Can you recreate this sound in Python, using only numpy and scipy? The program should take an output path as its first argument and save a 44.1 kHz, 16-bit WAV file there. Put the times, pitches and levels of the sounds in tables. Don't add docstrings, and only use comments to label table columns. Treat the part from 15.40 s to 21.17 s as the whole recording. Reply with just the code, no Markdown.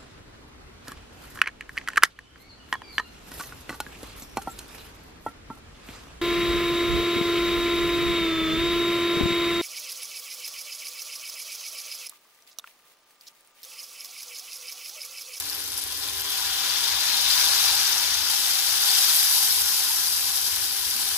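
import sys
import numpy as np
from scipy import signal
from scipy.fft import rfft, irfft
from scipy.io import wavfile
from scipy.ndimage import uniform_filter1d

SR = 44100
rng = np.random.default_rng(int(sys.argv[2]) if len(sys.argv) > 2 else 0)


def ratio_of_db(decibels):
    return 10 ** (np.asarray(decibels, float) / 20)


def digitize_waveform(pressure):
    field = np.atleast_2d(pressure).T
    bounded = np.clip(field, -1, 1)
    quanta = np.round(bounded * 32767).astype(np.int16)
    wavfile.write(sys.argv[1], SR, quanta)


N = 254456

# (time [s], boiling strength [dB], fineness of the bubbles [dB])
BOIL_COURSE = [(0, -37.5, 2), (.3, -38.5, 3), (.84, -35, 1), (.92, -31.5, 1.5), (1.32, -28.5, -1.5),
               (1.8, -26.5, -1), (1.98, -24, 0), (2.38, -25, 0), (2.8, -28, -1), (2.96, -27.5, 2),
               (3.4, -27, 1.5), (3.57, -24.5, 2.5), (3.75, -25.5, 4), (4.05, -27.5, 5), (4.25, -29, 4),
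               (5.0, -31.5, 4.5), (5.38, -32.5, 4), (5.6, -31, 4)]
# (frequency [Hz], gain [dB])
LEFT_RESPONSE = [(450, -29.5), (720, -21), (765, -14), (1200, -15.5), (2050, -11.5), (2880, -6), (3060, -4),
                 (4900, 2.5), (6000, -1), (7200, -13), (8800, -13), (10800, -6), (13000, -19), (15400, -17)]
# (frequency [Hz], gain [dB])
RIGHT_RESPONSE = [(450, -31), (720, -23), (765, -15), (1250, -14), (1600, -16.5), (2000, -15.5),
                  (2900, -10.5), (4500, -8.5), (6300, -12.5), (7200, -8.5), (9800, -16.5), (11600, -9),
                  (13300, -14.5), (15400, -9)]


def evened(x):
    return x / np.sqrt(np.mean(x ** 2) + 1e-20)


def read_spectrum(points, hz):
    f, value = np.transpose(points)
    return np.interp(np.log(hz + 1), np.log(f + 1), value)


def curve(rows, column):
    rows = np.array(rows)
    return np.interp(np.arange(N) / SR, rows[:, 0], rows[:, column])


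def bumps(rows, order=2):
    t = np.arange(N) / SR
    return np.array([np.exp(-abs((t - row[0]) / row[2]) ** order) for row in rows])


def wander(per_s):
    return evened(signal.lfilter(*signal.butter(2, per_s, fs=SR), rng.standard_normal(N)))


def add(mix, s, sound):
    part = mix[..., round(s * SR):][..., :sound.shape[-1]]
    part += sound[..., :part.shape[-1]]


def ring(x, hz, width):
    return signal.lfilter(*signal.iirpeak(hz, hz / width, SR), x)


def resonate(x, hz, width, order=1):
    turn = np.exp(2j * np.pi * np.cumsum(hz) / SR)
    r = np.exp(-np.pi * width / SR)
    low = x / turn
    for _ in range(order):
        low = signal.lfilter([1 - r], [1, -r], low)
    return 2 * (turn * low).real


def causal(points):
    log_gain = np.log(ratio_of_db(read_spectrum(points, abs(np.fft.fftfreq(4096, 1 / SR)))))
    phase = -signal.hilbert(log_gain).imag
    return np.fft.ifft(np.exp(log_gain + 1j * phase)).real[:2048]


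def through_ports(x):
    ports = np.array([causal(LEFT_RESPONSE), causal(RIGHT_RESPONSE)])
    return signal.oaconvolve(x, ports, axes=1)[:, :N]


def bursts(per_s, spread_db, lead, scatter):
    when = np.flatnonzero(rng.random(N) < per_s / SR)
    chance, sign, place = rng.standard_normal((3, len(when)))
    size = ratio_of_db(spread_db * np.minimum(chance ** 2, 4)) * np.sign(sign)
    lead = np.round(lead + scatter * place * abs(place)).astype(int)
    early = np.clip(when - lead, 0, N - 1)
    return np.array([np.bincount(when, size, N), np.bincount(early, size, N)])


def hot_spots(x, patchy_db, wide, long):
    z = signal.stft(x, nperseg=256, noverlap=192)[2]
    patches = rng.standard_normal(z.shape[1:])
    for _ in range(2):
        patches = uniform_filter1d(patches, wide, 0)
        patches = uniform_filter1d(patches, long, 1)
    patchy = z * ratio_of_db(patchy_db * evened(patches))
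    return signal.istft(patchy, nperseg=256, noverlap=192)[1][:, :N]


def boil():
    # (time [s], gain [dB], half length [s], extra for small bubbles [dB])
    flares = [
        (0, 0, 0.0087, 9.5),
        (0.13, 1.5, .05, -1.5),
        (0.388, 2, .011, 2),
        (0.638, 2, .025, -2),
        (0.694, 3, 0.017, -1.5),
    ]
    # (time [s], change [dB], half length [s])
    bowl_changes = [
        (1.1, -10, 0.74),
        (4.45, 7, 1),
    ]
    full_boil_db = -24.5
    t = np.arange(N) / SR
    strength_db, fine_db = curve(BOIL_COURSE, 1), curve(BOIL_COURSE, 2)
    flare_db, small_db = np.transpose(flares)[[1, 3]] @ bumps(flares)
    below_db = strength_db - full_boil_db
    large_db = full_boil_db - 8 + 0.84 * below_db - 0.34 * fine_db
    levels_db = np.array([large_db, strength_db, strength_db + fine_db + small_db]) + flare_db
    loose_spits_db = -15.5 - 0.69 * below_db
    bowl_db = -6 + np.transpose(bowl_changes)[1] @ bumps(bowl_changes, order=3)
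    lean_db = 0.53 * (t - t.mean())
    return levels_db, loose_spits_db, bowl_db, lean_db


def sizzle():
    # (frequency [Hz], width [Hz], level [dB])
    wall_modes = [(589, 9.5, -7.5), (654, 14, -21), (780, 23, -13), (1424, 38, -14), (1520, 40, -14.5),
                  (1658, 140, -15.5)]
    # (frequency [Hz], width [Hz], level [dB])
    bowl_modes = [(3130, 54, -16), (3770, 40, -4), (4990, 240, -6.5), (5910, 360, -10.5), (11830, 800, -2)]
    # (time [s], high pitch [Hz], boost [dB], low pitch [Hz], boost [dB])
    air_gap = [(0, 3650, -18, 1005, 2), (.92, 3340, -3, 1027, 5), (1.3, 3400, -2.5, 976, 0),
               (1.72, 3750, -4.5, 945, 3), (2.4, 3670, -12, 1000, -8), (3.2, 3450, -14, 940, -10),
               (3.5, 3500, -7, 1015, -4), (4.2, 3860, -35, 1034, 2), (5.77, 3740, -27, 1003, -3)]
    levels_db, loose_spits_db, bowl_db, lean_db = boil()
    spurts_db, loose_gain = wander(31), ratio_of_db(loose_spits_db)
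    low_hz, high_hz = 2800, 7500
    # (band edge [Hz], filter, depth of spurts, loose spits [dB], wide spits [dB])
    sizes = [(low_hz, "low", .2, .3, -8),
             ((low_hz, high_hz), "band", .6, -2, -3),
             (high_hz, "high", .7, 2.5, 0.)]
    wide_spits = evened(bursts(300, 1.33, 8.6, 4))
    out = np.zeros((2, N))
    for level_db, (edge, kind, shared_db, loose_db, wide_db) in zip(levels_db, sizes):
        fizz = evened(bursts(9000, 1.3, 4.5, 3.0)) * ratio_of_db(shared_db * spurts_db)
        loose = ratio_of_db(loose_db) * evened(bursts(300, 3.8, 4.5, 3)) + ratio_of_db(wide_db) * wide_spits
        fizz = hot_spots(fizz, 1.0, wide=3, long=14) + loose * loose_gain
        size_band = signal.butter(6, edge, kind, fs=SR, output="sos")
        fizz = signal.sosfilt(size_band, through_ports(fizz))
        if kind == "low":
            fizz = fizz + sum(ratio_of_db(db + 12.0) * ring(fizz, hz, w) for hz, w, db in wall_modes)
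            fizz = fizz + ratio_of_db(curve(air_gap, 4)) * resonate(fizz, curve(air_gap, 3), 33)
        else:
            fizz = fizz + ratio_of_db(bowl_db) * sum(ratio_of_db(db) * ring(fizz, hz, w) for hz, w, db in bowl_modes)
        if kind == "band":
            fizz = fizz + ratio_of_db(curve(air_gap, 2)) * resonate(fizz, curve(air_gap, 1), 1200, order=2)
        loudness = (1 + loose_gain ** 2) * np.mean(fizz.mean(0) ** 2)
        out += fizz / np.sqrt(loudness) * ratio_of_db(level_db)
    return out * ratio_of_db(np.outer([.15, -.5], lean_db))


def kitchen():
    # (frequency [Hz], density [dB per Hz])
    room_spectrum = [(15, -37), (25, -11), (75, 3.5), (101, -2.5), (183, -12.5), (303, -4), (352, -6),
                     (414, -4.5), (500, -6), (650, -16), (1100, -120)]
    # (frequency [Hz], left-right likeness [0..1])
    coherence = [(30, 1), (100, 0.68), (160, 0.2), (270, 0.96), (700, 0.21)]
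    # (time [s], peak level [dB], half length [s])
    hum_swells = [(0, -54, 0.08), (.18, -56, 0.037), (.42, -54, 0.22), (0.776, -50, 0.1),
                  (1.078, -58, 0.093), (1.33, -54, .04), (1.553, -54, 0.076), (1.88, -50, .07),
                  (2.08, -54, .1), (2.33, -53, 0.086), (2.76, -50, 0.11), (3.12, -60, .07),
                  (3.335, -55, .07), (3.915, -58, .04), (4.222, -53, .07), (4.752, -61, 0.23),
                  (5.15, -50, .14), (5.462, -53, .06), (5.76, -55, 0.091)]
    # (frequency [Hz], width [Hz], level [dB])
    fan_tones = [(297.9, 13, -68), (401.8, 2.3, -65.5)]
    hz = np.fft.rfftfreq(N, 1 / SR)
    left, other = rfft(rng.standard_normal((2, N)))
    same = np.clip(read_spectrum(coherence, hz), 0, 1)
    right = same * left + np.sqrt(1 - same ** 2) * other
    pair = np.array([left, right]) * ratio_of_db(read_spectrum(room_spectrum, hz))
    bass = 1 / (1 + (hz / 105) ** 8)
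    air = ratio_of_db(-57) * evened(irfft(pair * np.sqrt(1 - bass), N))
    rumble = evened(irfft(pair * np.sqrt(bass), N))

    turns = np.cumsum(19.9 * (1 + 0.018 * wander(2.8))) / SR
    orders = [(3, -8), (4, -1), (5, -9)]  # (multiple, level [dB])
    blades = evened(sum(ratio_of_db(db) * np.sin(2 * np.pi * (k * turns + rng.random())) for k, db in orders))
    swell = ratio_of_db(-66.5) + ratio_of_db(np.transpose(hum_swells)[1]) @ bumps(hum_swells, order=3)
    hum = swell * (0.37 * rumble + 0.51 * blades)

    tones = np.zeros(N)
    for f, w, db in fan_tones:
        tones += ratio_of_db(db) * evened(ring(ring(rng.standard_normal(N), f, w), f, w))
    tones = tones * ratio_of_db(3.0 - 1.04 * np.arange(N) / SR)
    hiss_db = curve(BOIL_COURSE, 1) + curve(BOIL_COURSE, 2)
    duck_db = -.35 * np.maximum(hiss_db + 29.5, 0)
    return (air + tones) * ratio_of_db(1.5 + duck_db) + hum * ratio_of_db([[.7], [-.7]])


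def cracks():
    # (time [s], peak level [dB], left-right difference [dB])
    oil_cracks = [(.0005, -10, 4), (0.378, -9, -2), (.3803, -15, 3), (.3847, -17, 4), (.3902, -20, 3),
                  (0.392, -16, 3), (3.516, -4, 9), (3.5565, -8, 7)]
    clicks = np.zeros((2, N))
    for s, db, pan_db in oil_cracks:
        sides_db = np.array([[pan_db / 2 + 13.0], [-pan_db / 2 + 1.0]])
        add(clicks, s, np.array([[0.92, -0.84]]) * ratio_of_db(db + sides_db))
    return through_ports(clicks)


def spits():
    # (time [s], peak level [dB])
    small_spits = [(.056, -28), (.0987, -26), (.1027, -25), (.1292, -23), (.1484, -18), (.1795, -26),
                   (.194, -23), (.2638, -28), (.3022, -28), (.3187, -24), (.3411, -26), (.3774, -20),
                   (.4194, -21), (.4383, -20), (.4796, -25), (.5227, -27), (.5282, -29), (.6399, -31),
                   (.7821, -24), (.7966, -24), (.8106, -21), (.819, -20), (.8684, -31), (.8984, -24),
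                   (0.904, -20), (.9782, -28)]
    # (time [s], peak level [dB], pitch [Hz])
    middle_spits = [(.0588, -31, 4990), (.098, -21.5, 4880), (.1251, -30, 5080), (.1307, -26, 5220),
                    (.243, -30, 6230), (.303, -28, 5390), (.3637, -28, 5300), (.3745, -28, 5180),
                    (.42, -35, 4850), (.4708, -31, 5210), (.523, -29, 4400), (.5268, -28, 5250),
                    (.5646, -30, 5110), (.624, -29, 4190), (.632, -25, 5230), (.686, -25, 4160),
                    (.7472, -31, 3770), (.8066, -28, 5100), (.8986, -30, 4860)]
    out, t = np.zeros((2, N)), np.arange(600) / SR
    small = [(s, db, 11500 * (1 + 0.088 * rng.uniform(-1.1, 1))) for s, db in small_spits]
    # (spits, cycles to the peak, trim [dB], left-right difference [dB])
    kinds = [(small, 3.0, 1.5, 4), (middle_spits, 1.5, 2.5, 11)]
    for rows, cycles, trim_db, pan_db in kinds:
        sides_db = np.array([[pan_db / 2], [-pan_db / 2]])
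        for s, db, hz in rows:
            age = t * hz / cycles
            pop = np.sin(2 * np.pi * hz * t) * age * np.exp(1 - age)
            spray = signal.oaconvolve(rng.standard_normal((2, len(t))), pop[None, :40], axes=1)[:, :len(t)]
            burst = pop + 0.2 * evened(spray) * np.exp(-t / 0.0071)
            add(out, s + .0004, burst * ratio_of_db(db + trim_db + sides_db))
    return out


def chance_rings():
    # (lowest [Hz], highest [Hz], level over the boil [dB], spread [dB])
    ring_bands = [(751, 805, -19, 0), (910, 980, -11, 11.5), (3020, 3800, -1, 7), (4400, 4700, 4, 3)]
    stir_from_s, count = 1.0, 16
    rows, strength_db = [], curve(BOIL_COURSE, 1)
    for low_hz, high_hz, over_db, spread_db in ring_bands:
        for when, pitch, size in rng.random((count, 3)):
            s = stir_from_s + when * (N / SR - stir_from_s)
            hz = low_hz + pitch * (high_hz - low_hz)
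            db = strength_db[int(s * SR)] + over_db + spread_db * (2 * size - 1)
            rows.append((s, hz, db))
    return rows


def rings():
    # (time [s], pitch [Hz], peak level [dB])
    clear_rings = [(1.297, 4600, -12), (1.329, 3460, -18), (1.353, 4360, -18), (1.438, 5000, -13),
                   (1.686, 5160, -17), (1.695, 4140, -18), (1.72, 4300, -15), (1.741, 4200, -11),
                   (1.901, 4100, -10.5), (1.936, 3560, -12), (2.084, 4800, -11), (2.287, 4900, -14),
                   (2.392, 5700, -11), (2.453, 4470, -15), (2.525, 5960, -12), (2.579, 5800, -12),
                   (2.74, 5940, -15), (2.997, 5400, -17), (3.484, 3440, -12.5), (3.492, 4400, -11),
                   (3.55, 4820, -8), (3.624, 6000, -10), (3.788, 4900, -11), (3.799, 3780, -16),
                   (4.104, 5200, -9), (4.68, 4880, -12.5), (4.801, 4400, -43), (4.876, 4800, -19),
                   (4.313, 5300, -18)]
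    out = np.zeros((2, N))
    rows = [*clear_rings, *chance_rings()]
    for (s, hz, db), (place, glide) in zip(rows, rng.random((len(rows), 2))):
        life = .0032 * (4500 / hz) ** .5
        t = np.arange(0, 10 * life, 1 / SR)
        turns = hz * t * (1 + .012 * (2 * glide - .8) * (t / life - 2))
        port_phase = np.array([[place], [0]]) * min(hz / 3000, 1)
        tone = np.sin(2 * np.pi * (turns + port_phase))
        right_db = read_spectrum(RIGHT_RESPONSE, hz) - read_spectrum(LEFT_RESPONSE, hz)
        ports_db = np.array([[0], [right_db]])
        add(out, s, ratio_of_db(db - 6 + ports_db) * tone * t / life * np.exp(1 - t / life))
    return out


def ladle():
    # (time [s], pitch [Hz], level [dB], 60 dB decay time [s])
    thud = (5.548, 232, -41, .15)
    s, hz, db, t60 = thud
    out, t = np.zeros(N), np.arange(SR // 5) / SR
    onset = 1 - np.exp(-t / .012)
    add(out, s, ratio_of_db(db - 60 * t / t60) * onset * np.sin(2 * np.pi * hz * t))
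    return out


def scene():
    return sizzle() + kitchen() + cracks() + spits() + rings() + ladle()


def band_limit(x):
    return signal.sosfilt(signal.butter(12, 16840, fs=SR, output="sos"), x)


def record(dry):
    edge = signal.firwin(1201, 15480, window=("kaiser", 9), fs=SR)
    mix = signal.oaconvolve(dry, edge[None], "same", axes=1)
    return band_limit(mix)


dry = scene()
out = record(dry)
digitize_waveform(out)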